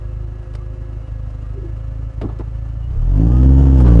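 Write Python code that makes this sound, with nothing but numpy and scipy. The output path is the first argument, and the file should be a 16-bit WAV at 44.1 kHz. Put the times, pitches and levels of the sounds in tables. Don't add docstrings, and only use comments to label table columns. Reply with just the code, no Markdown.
import sys
import numpy as np
from scipy import signal
from scipy.fft import rfft, irfft
from scipy.io import wavfile

SR = 44100
rng = np.random.default_rng(int(sys.argv[2]) if len(sys.argv) > 2 else 0)


def unload_audio(sound):
    columns = np.transpose(np.atleast_2d(sound))
    steps = np.round(np.clip(columns, -1, 1) * 32767)
    wavfile.write(sys.argv[1], SR, steps.astype(np.int16))


N = 176400
TIME = np.arange(N) / SR
IDLE_RATE, FULL_RATE = 26, 58

# (time [s], boom gain [dB], extra gain of upper orders [dB], clatter gain [dB])
LOAD = [(0, -29, -19.5, 1), (1.4, -29.5, -19, 1.5), (2, -28, -18, 1.5), (2.75, -27, -18, 1),
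        (2.92, -22.5, -23, 3.5), (3.02, -20, -16, 5), (3.12, -16, -9.5, 9), (3.2, -15.5, 6.5, 12.5),
        (3.32, -12.5, 1.5, 14), (3.5, -8, -0.5, 16.5), (3.76, -9.5, 0, 16.5), (3.87, -9, 2, 16.5),
        (4, -9.5, 2.5, 20)]


def boom(rate, turns, effort):
    # (frequency [Hz], gain [dB])
    cabin = [(26, -20), (36, 5), (52, 2.5), (67, 0), (80, -9), (106, -2), (134, -6.5), (170, -7),
             (200, -20.5), (225, -23), (266, -10), (290, -14), (340, -22), (400, -37), (475, -29),
             (620, -42), (1200, -59)]
    # (time [s], push lost [fraction])
    misfires = [(.38, .3), (.448, .65), (.76, .5), (1.068, .75), (1.375, .3), (2.125, .85), (2.35, .5)]
    upper_from_hz, upper_full_hz, half_order_db, misfire_s = 114.4, 187, -27, .02
    grid_hz = np.arange(SR // 2 + 1)
    log_gain = np.log(amp(read(cabin, grid_hz)))
    lag = -1.15 * signal.hilbert(np.r_[log_gain, log_gain[-2:0:-1]]).imag[:len(grid_hz)]
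    upper_db, out = curve(LOAD, axis=2), np.zeros(N)
    for order in np.arange(2, 29) / 2:
        hz = order * rate
        upper = ramp(hz, upper_from_hz, upper_full_hz)
        shake = 1 + (.045 + .097 * upper) * wander(rate_hz=28)
        gain = amp(read(cabin, hz) + upper * upper_db) * shake
        if order % 1:
            gain *= amp(half_order_db + 10.7 * upper)
        out -= gain * np.cos(2 * np.pi * order * turns + np.interp(hz, grid_hz, lag))
    push = 1 - sum(lost * np.exp(-((TIME - s) / misfire_s) ** 2) for s, lost in misfires)
    lumps = 1 + .13 * (1 - effort) * wander(rate_hz=16)
    return np.sqrt(2) * out * push * lumps * amp(curve(LOAD, axis=1))


def clatter(turns, effort):
    # (frequency [Hz], relative level [dB])
    idle_colour = [(20, 1), (130, 1), (205, -2), (275, -1), (430, -6), (600, -7.5), (950, -12), (1220, -10),
                   (1500, -16.5), (1800, -19), (2300, -24.5), (2900, -22.5), (3400, -30), (7000, -34),
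                   (8000, -38), (10500, -41)]
    load_colour = [(20, 12.5), (130, 8), (280, 4), (450, -0.5), (650, -5), (900, -8), (1300, -17.5),
                   (1750, -19), (2200, -32), (3000, -23.5), (3700, -35), (7000, -33.5), (8000, -42),
                   (10500, -43.5)]
    idle = np.sqrt(1 - effort) * amp(-47) * noise(idle_colour)
    loaded = np.sqrt(effort) * amp(-42) * noise(load_colour)
    pulsing = 1 + .15 * np.cos(2 * np.pi * turns) + .12 * wander(rate_hz=28)
    return (idle + loaded) * pulsing * amp(curve(LOAD, axis=3))


def whines(rate, turns, effort):
    # (time [s], level [dB])
    alternator_level = [(0, -52.5), (1.1, -52.5), (2, -52.5), (2.8, -56.5), (3.05, -60), (3.28, -50),
                        (3.41, -43), (3.48, -56), (3.55, -62.5), (3.75, -49), (3.88, -46.5), (4, -45.5)]
    # (pitch [x firing rate], full level [dB])
    idle_tones = [(10, -51), (23.1, -59), (26.8, -65.5), (49.6, -64.5), (63.9, -64), (73.4, -72.5),
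                  (82, -72.5), (100.5, -72.5), (108.6, -74.5), (151, -81)]
    gear_tones = [(13.3, -48), (17.3, -59), (43.5, -70), (80, -74.5)]
    alternator_ratio, idle_fade_hz = 19.8, 8.9
    idling = 1 - ramp(rate, IDLE_RATE, IDLE_RATE + idle_fade_hz)
    idle = sum(amp(db) * whine(multiple * turns) for multiple, db in idle_tones)
    gears = sum(amp(db) * whine(multiple * turns) for multiple, db in gear_tones)
    alternator = amp(curve(alternator_level)) * whine(alternator_ratio * turns)
    return alternator + idling * idle + np.sqrt(effort) * gears


def whine(cycles):
    drift = np.cumsum(3 * wander(rate_hz=32)) / SR
    waver = 1 + .36 * wander(rate_hz=20.7)
    return np.sqrt(2) * waver * np.sin(2 * np.pi * (cycles + drift))


def trim():
    # (time [s], level [dB], decay [s], treble lift [dB])
    clicks = [(.536, -47, 0.0072, 3), (.550, -35.5, 0.0063, -1), (2.213, -30, 0.011, -19),
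              (2.387, -44.5, 0.0063, 2), (3.782, -39, 0.0054, 2), (3.801, -47.5, 0.019, 26),
              (3.86, -33, 0.0052, -12), (3.878, -34, 0.0071, -6.5), (3.949, -40, .005, 1)]
    knocks = [(0.553, -46, .005, 16), (2.216, -24.5, 0.034, -11), (2.238, -18.5, 0.02, -27),
              (2.287, -34.5, 0.035, 4.5), (2.395, -26.5, 0.0065, -1), (2.405, -27, 0.011, -1.5),
              (3.8, -20, 0.014, 1), (3.845, -21.5, .04, -6.5), (3.864, -25.5, 0.036, 9.5)]
    # (frequency [Hz], relative level [dB])
    click_colour = [(100, -12), (600, 14.5), (1400, 1), (2300, -1), (5300, -4), (6300, -11.5),
                    (9500, -11.5), (11000, -32.5)]
    knock_colour = [(50, -12), (150, -8.5), (300, -0.5), (410, -1), (600, -12), (900, -11.5), (1300, -16.5),
                    (2000, -33), (3500, -38), (9000, -64.5)]
    out = np.zeros(N)
    for s, db, decay, treble_db in clicks:
        add(out, s, hit(click_colour, db, decay, treble_db, treble_hz=5000, rise_s=.0021))
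    for s, db, decay, treble_db in knocks:
        add(out, s, hit(knock_colour, db, decay, treble_db, treble_hz=600, rise_s=.0027))
    return out


def hit(colour, db, decay_s, treble_db, treble_hz, rise_s):
    t = np.arange(SR // 4) / SR
    envelope = np.minimum(t / rise_s, 1) * np.exp(-np.maximum(t - rise_s, 0) / decay_s)
    return amp(db) * envelope * noise(colour, len(t), treble_db, treble_hz)


def peak_ticks(rate, turns):
    # (frequency [Hz], relative level [dB])
    colour = [(200, -9.5), (700, 2.5), (1500, -3.5), (2600, -15), (4000, -22), (7000, -33), (10500, -33.5)]
    delay_firings, decay_firings, spread_db = .19, .077, 2.5
    firing, since = np.divmod(turns - delay_firings + 1, 1)
    strength = amp(spread_db * np.clip(rng.standard_normal(N), -2, 2))[firing.astype(int)]
    top_revs = ramp(rate, 62, 64)
    return amp(-38) * top_revs * strength * np.exp(-since / decay_firings) * noise(colour)


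def creaks():
    # (time [s], pitch [Hz], level [dB])
    groan = [(1.5, 383.3, -58), (1.58, 377.4, -36.5), (1.615, 354, -41), (1.65, 333, -33),
             (1.69, 324.6, -43), (1.76, 304, -56)]
    # (time [s], length [s], pitch [Hz], level [dB])
    squeals = [(.585, 0.057, 1190, -51), (1.006, 0.1, 2870, -62.5), (1.423, 0.065, 1194, -53),
               (2.81, 0.073, 2890, -58)]
    hz = curve(groan, axis=1) + 23.6 * wander(rate_hz=85)
    gate = (TIME > groan[0][0]) * (TIME < groan[-1][0])
    roughness = 1 + .38 * wander(rate_hz=87)
    out = amp(curve(groan, axis=2)) * gate * roughness * tone(hz)
    for s, length, pitch, db in squeals:
        swell = np.sin(np.pi * np.clip((TIME - s) / length, 0, 1))
        out += amp(db) * swell * tone(pitch + 20 * wander(rate_hz=160))
    return out


def hum():
    pitch_hz, level_db, end_s, fade_s = 356.5, -48, 1.09, .095
    fade = 1 - ramp(TIME, end_s - fade_s, end_s)
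    waver = 1 + .25 * wander(rate_hz=32)
    return amp(level_db) * fade * waver * tone(pitch_hz + 4 * wander(rate_hz=8.6))


def amp(db):
    return 10 ** (np.asarray(db) / 20)


def unit(x):
    return x / np.sqrt(np.mean(x ** 2) + 1e-20)


def ramp(x, start, full):
    return np.clip((x - start) / (full - start), 0, 1)


def curve(table, axis=1):
    table = np.array(table)
    return np.interp(TIME, table[:, 0], table[:, axis])


def read(points, hz):
    f, db = np.transpose(points)
    return np.interp(np.log(hz + 1), np.log(f + 1), db)


def tone(hz):
    return np.sqrt(2) * np.sin(2 * np.pi * np.cumsum(hz) / SR)


def noise(colour, size=N, treble_db=0, treble_hz=1000):
    hz = np.fft.rfftfreq(size, 1 / SR)
    shelf = treble_db * hz ** 2 / (hz ** 2 + treble_hz ** 2)
    return unit(irfft(rfft(rng.standard_normal(size)) * amp(read(colour, hz) + shelf), size))


def wander(rate_hz):
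    hz = np.fft.rfftfreq(N, 1 / SR)
    return unit(irfft(rfft(rng.standard_normal(N)) / (1 + (hz / rate_hz) ** 4), N))


def add(mix, s, sound):
    part = mix[round(s * SR):][:len(sound)]
    part += sound[:len(part)]


def scene():
    # (time [s], firing rate [Hz])
    speed = [(0, 26), (.3, 26.4), (.55, 26.1), (.75, 26.2), (1, 26.5), (1.15, 26.15), (1.5, 25.8),
             (1.68, 26.6), (2, 26.95), (2.2, 26.8), (2.45, 26.95), (2.8, 27.5), (2.93, 31.5), (3.22, 55.3),
             (3.33, 61.9), (3.5, 66.7), (3.62, 67.9), (3.76, 66.3), (3.87, 59.8), (4, 55.3)]
    rate = curve(speed)
    turns = .6 + np.cumsum(rate) / SR
    effort = ramp(rate, IDLE_RATE, FULL_RATE)
    engine = boom(rate, turns, effort) + whines(rate, turns, effort) + clatter(turns, effort)
    return (engine + peak_ticks(rate, turns) + hum() + creaks() + trim())[None]


def record(dry):
    ceiling, hardness, cutoff_hz = .99, 60, 10600
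    clipped = dry / (1 + np.abs(dry / ceiling) ** hardness) ** (1 / hardness)
    lowpass = signal.firwin(401, cutoff_hz, window=("kaiser", 8), fs=SR)
    return signal.oaconvolve(clipped, lowpass[None], "same")


dry = scene()
out = record(dry)
unload_audio(out)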